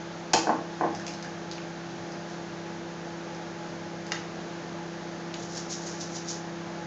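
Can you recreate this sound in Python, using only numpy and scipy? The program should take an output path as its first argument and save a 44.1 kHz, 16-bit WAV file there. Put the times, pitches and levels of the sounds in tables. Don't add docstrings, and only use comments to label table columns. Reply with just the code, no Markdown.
import sys
import numpy as np
from scipy import signal
from scipy.fft import rfft, irfft, next_fast_len
from scipy.io import wavfile
from scipy.ndimage import uniform_filter1d

SR = 44100
rng = np.random.default_rng(int(sys.argv[2]) if len(sys.argv) > 2 else 0)


def file_out(sig):
    cols = np.atleast_2d(sig).T
    lim = np.clip(cols, -1, 1)
    pcm = np.round(lim * 32767).astype(np.int16)
    wavfile.write(sys.argv[1], SR, pcm)


N = 302526
TIME = np.arange(N) / SR
MAINS_HZ, TOP_HZ = 50, 8700
WANDER_PER_S = 1.488


def amp(db):
    return 10 ** (np.asarray(db) / 20)


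def at_pitch(points, hz):
    f, value = np.transpose(points)
    return np.interp(np.log(np.maximum(hz, 1)), np.log(f), value)


def colour(x, points):
    n = next_fast_len(2 * len(x), True) // 2 * 2
    gain = amp(at_pitch(points, np.fft.rfftfreq(n, 1 / SR)))
    cepstrum = irfft(np.log(gain))
    cepstrum[1:n // 2] *= 2
    cepstrum[n // 2 + 1:] = 0
    return irfft(rfft(x, n) * np.exp(rfft(cepstrum)), n)[:len(x)]


def band(x, low_hz, high_hz, order=2):
    return signal.sosfilt(signal.butter(order, [low_hz, high_hz], "band", fs=SR, output="sos"), x)


def unit(x):
    return x / np.sqrt(np.mean(x ** 2))


def walk(rate):
    hold = max(int(SR / rate), 1)
    steps = rng.standard_normal(N)[np.arange(N) // hold]
    return unit(uniform_filter1d(steps, hold))


def tone(phase, db):
    return np.sqrt(2) * amp(db) * np.sin(phase + 2 * np.pi * rng.random())


def fade(t60, size=SR // 4):
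    return np.exp(-np.log(1000) * TIME[:size] / t60)


def rise(seconds, size=SR // 4):
    return 1 - np.exp(-TIME[:size] / seconds)


def ring(modes, size=SR // 4):
    y = sum(amp(db) * fade(t60, size) * np.sin(2 * np.pi * hz * TIME[:size]) for hz, db, t60 in modes)
    return y / np.abs(y).max()


def burst(t60):
    spectrum = rfft(fade(t60) * rng.standard_normal(SR // 4))
    even = irfft(spectrum / np.abs(spectrum), SR // 4) * fade(2 * t60)
    return even * np.linalg.norm(fade(t60)) / np.linalg.norm(even)


def add(out, s, sound):
    i = int(s * SR)
    out[i:i + len(sound)] += sound[:N - i]


# multiple of the blade rate, level/dB, flutter/ratio to the steady part
BLADE_TONES = [(1, -47, 0.045), (2, -46.5, 0.094), (3, -59, 0.11), (5, -55, 1.4), (6, -65, .6),
               (7, -67.5, 0.83)]
def fan_drone(blade_phase, flutter_per_s=14):
    drone = 0
    for harmonic, db, flutter in BLADE_TONES:
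        eddies = (walk(flutter_per_s) + 1j * walk(flutter_per_s)) / np.sqrt(2)
        wobble = (1 + flutter * eddies) / np.hypot(1, flutter)
        drone += np.abs(wobble) * tone(harmonic * blade_phase + np.angle(wobble), db)
    return drone


# multiple of the mains frequency, level/dB
HUM_TONES = [(2, -63.5), (4, -51.5), (6, -64.5), (8, -76), (12, -59), (14, -59.5)]
def transformer_hum(mains_phase):
    return sum(tone(harmonic * mains_phase, db) for harmonic, db in HUM_TONES)


def motor_tones(shaft_phase, mains_phase):
    return sum(tone(k * mains_phase + shaft_phase, db) for k, db in [(0, -70), (4, -59), (2, -65)])


# f/Hz, level/dB
WHISTLES = [(6170, -70.5), (6540, -74.5), (6752, -73.5)]
def oven_whistles(trim_db=-1):
    return sum(tone(2 * np.pi * hz * TIME + walk(7.6), db + trim_db) for hz, db in WHISTLES)


# f/Hz, level/dB per Hz
VENT_SPECTRUM = [(25, -93.5), (70, -88.5), (105, -75), (140, -74), (450, -71.5), (690, -72.5), (890, -74),
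                 (980, -78.5), (1250, -78.5), (1680, -77), (1950, -81.5), (2700, -86), (4300, -87.5),
                 (6700, -89.5)]
def vent_air(trim_db=-1.24, swirl_db=0.31):
    white = rng.standard_normal(N) * np.sqrt(SR / 2)
    return colour(white, VENT_SPECTRUM) * amp(trim_db + swirl_db * walk(8.3))


def oven(blade_hz=168.93, blades=4, speed_wander=0.00152, drone_db_per_s=0.31, hum_swell_db=1.6):
    blade_rate = blade_hz * (1 + speed_wander * walk(WANDER_PER_S))
    blade_phase = 2 * np.pi * np.cumsum(blade_rate) / SR
    mains_phase = 2 * np.pi * MAINS_HZ * TIME
    drone = fan_drone(blade_phase)
    hum = transformer_hum(mains_phase)
    steady = motor_tones(blade_phase / blades, mains_phase) + oven_whistles() + vent_air()
    drone *= amp(0.27 + drone_db_per_s * TIME)
    hum *= amp(-0.2 + hum_swell_db * walk(WANDER_PER_S))
    return drone + hum + steady


# f/Hz, level/dB
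CRACK_SPECTRUM = [(300, -13.5), (1200, -13.5), (2000, -9.5), (2800, -5.5), (3600, -11), (4500, -2),
                  (5600, 0), (6800, -2.5), (8000, 4)]
# t/s, level/dB, resonance f/Hz, relative resonance level/dB
SNAPS_AND_CLINK = [(.334, -12.5, 4800, -4.5), (0.3371, -11.5, 2900, -6), (0.9492, -33, 5630, -2),
                   (0.997, -36.5, 1640, 12), (1.066, -28, 3400, -9), (1.08, -30.5, 2250, 1),
                   (1.137, -36.5, 4300, 0), (1.226, -33, 5740, -14), (1.246, -39, 1640, 12.5),
                   (1.5137, -35, 4260, 9.5), (1.581, -48.5, 2570, 19), (2.12, -43, 5560, 4),
                   (2.3, -42, 5970, -4), (3.3486, -44, 5230, 0), (3.6913, -44, 5500, -2),
                   (4.0663, -36, 6000, -7)]
def snaps_and_clink(click_db=5.5, resonance_db=7, width=1.12, t60=0.015, run_on_s=0.0125, run_on_db=-12):
    out = np.zeros(N)
    for s, db, hz, ring_db in SNAPS_AND_CLINK:
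        for late, step_db in [(0, 0), (run_on_s, run_on_db)]:
            click = amp(click_db) * colour(burst(t60), CRACK_SPECTRUM)
            resonance = amp(resonance_db + ring_db) * band(burst(t60), hz / width, hz * width)
            add(out, s + late, amp(db + step_db) * kitchen(click + resonance, wet_db=1))
    return out


# f/Hz, level/dB, t60/s
CUP_MODES = [(2550, 0, .55), (2660, -3, 0.33), (4400, -5, 0.36), (7100, 6, 0.43)]
# t/s, level/dB
CLINKS = [(0.334, -25.5), (1.58, -53)]
def cup_clinks():
    out = np.zeros(N)
    for s, db in CLINKS:
        add(out, s, amp(db) * ring(CUP_MODES, size=SR))
    return out


# f/Hz, level/dB, t60/s
WORKTOP_MODES = [(153, -29, 0.11), (235, -30, 0.13), (328.4, -7, 0.083), (474, -12, 0.11),
                 (640, -14.5, 0.063), (718, -5.5, 0.033), (808, -0.5, 0.029), (891, 5.5, 0.013),
                 (1038, -3.5, 0.025), (1282, -15, 0.032), (1440, -6, 0.026)]
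# t/s, level/dB, treble edge f/Hz, gap to the first rebound/s
BLOWS = [(0.3354, -0.5, 2500, 0.0024), (0.4703, -5, 1200, 0.00624), (0.4926, -3.5, 1720, 0.0045),
         (0.8098, -6, 1600, .0061), (0.8364, -4.5, 1390, .0085)]
def egg_knocks(crunch_db=-15, crunch_t60=0.06, bass_hz=155, rebound_db=-11.5, gap_shrink=0.883):
    out = np.zeros(N)
    worktop = ring(WORKTOP_MODES) * rise(seconds=0.00064)
    for s, db, bright_hz, gap in BLOWS:
        for bounce in range(3):
            contact = worktop + amp(crunch_db) * burst(crunch_t60)
            knock = band(contact, bass_hz, bright_hz, order=1)
            add(out, s, amp(db + bounce * rebound_db) * knock)
            s += gap * gap_shrink ** bounce
    return band(out, bass_hz, high_hz=1750, order=4)


# f/Hz, level/dB, t60/s
CARTON_MODES = [(774, -7, 0.049), (1330, -7.5, 0.037), (1630, -3, 0.042), (1980, 7.5, 0.0094),
                (2830, -5, 0.01), (5000, -1.5, 0.014), (6540, -1, 0.0076)]
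# t/s, level/dB
LANDINGS = [(4.112, -35), (4.1195, -15), (4.124, -27)]
def shell_drop(body_db=1, scrape_db=-5.5, scrape_t60=0.033):
    out = np.zeros(N)
    body = amp(body_db) * ring(CARTON_MODES)
    for s, db in LANDINGS:
        scrape = amp(scrape_db) * burst(scrape_t60)
        add(out, s, amp(db) * (body + scrape))
    return band(out, low_hz=600, high_hz=TOP_HZ)


# f/Hz, level/dB
SKIN_SPECTRUM = [(500, -30), (2000, -24), (3200, -15.5), (4500, -7), (5600, -2.5), (6600, -1.5), (8000, -1)]
# t/s at the fastest, level/dB, attack/s, release/s
STROKES = [(5.43, -40, 0.076, 0.043), (5.578, -30.5, 0.036, .024), (5.711, -27, 0.0095, 0.034),
           (5.885, -34, 0.04, 0.039), (6.015, -26.5, .011, 0.014), (6.166, -32.5, 0.044, .02),
           (6.302, -28.5, 0.023, 0.029)]
def hand_rub(meet_s=5.3395, pat_db=-22.5, grain_db=3, hiss_db=2):
    slips = rng.standard_normal(N) * amp(grain_db * walk(400))
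    hiss = amp(hiss_db) * unit(colour(slips, SKIN_SPECTRUM))
    effort = sum(amp(db) * np.exp(-np.maximum((s - TIME) / attack, (TIME - s) / release))
                 for s, db, attack, release in STROKES)
    out = hiss * effort * (TIME > meet_s)
    pat = burst(t60=0.032) * rise(seconds=0.0017)
    add(out, meet_s, amp(pat_db) * band(pat, low_hz=1700, high_hz=TOP_HZ))
    return out


# f/Hz, t60/s
ROOM_DECAY = [(150, 0.41), (500, 0.45), (1400, 0.33), (3700, 0.44), (8000, 0.33)]
def kitchen(x, wet_db, build_s=0.0012):
    size = SR // 2
    hz = np.fft.rfftfreq(size, 1 / SR)
    centres, t60s = np.transpose(ROOM_DECAY)
    noise = rfft(rng.standard_normal(size))
    tail = 0
    for t60, one_band in zip(t60s, np.eye(len(centres))):
        weight = at_pitch(np.c_[centres, one_band], hz)
        tail += irfft(noise * weight, size) * fade(t60, size)
    tail *= rise(build_s, size)
    out = amp(wet_db) * signal.fftconvolve(x, tail / np.linalg.norm(tail))
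    out[:len(x)] += x
    return out[:N]


def scene():
    knocks = kitchen(egg_knocks(), wet_db=3.5)
    drop = kitchen(shell_drop(), wet_db=-1.5)
    hands = kitchen(hand_rub(), wet_db=-3)
    handwork = snaps_and_clink() + cup_clinks() + knocks + drop + hands
    return (oven() + handwork)[None]


# f/Hz, level/dB
MIC_RESPONSE = [(6700, 1.5), (7200, -7), (7600, -16.5), (8000, -31), (8800, -31.5)]
def record(dry):
    treble_cut = signal.ellip(8, .2, 70, TOP_HZ, fs=SR, output="sos")
    return signal.sosfilt(treble_cut, colour(dry[0], MIC_RESPONSE))[None]


dry = scene()
out = record(dry)
file_out(out)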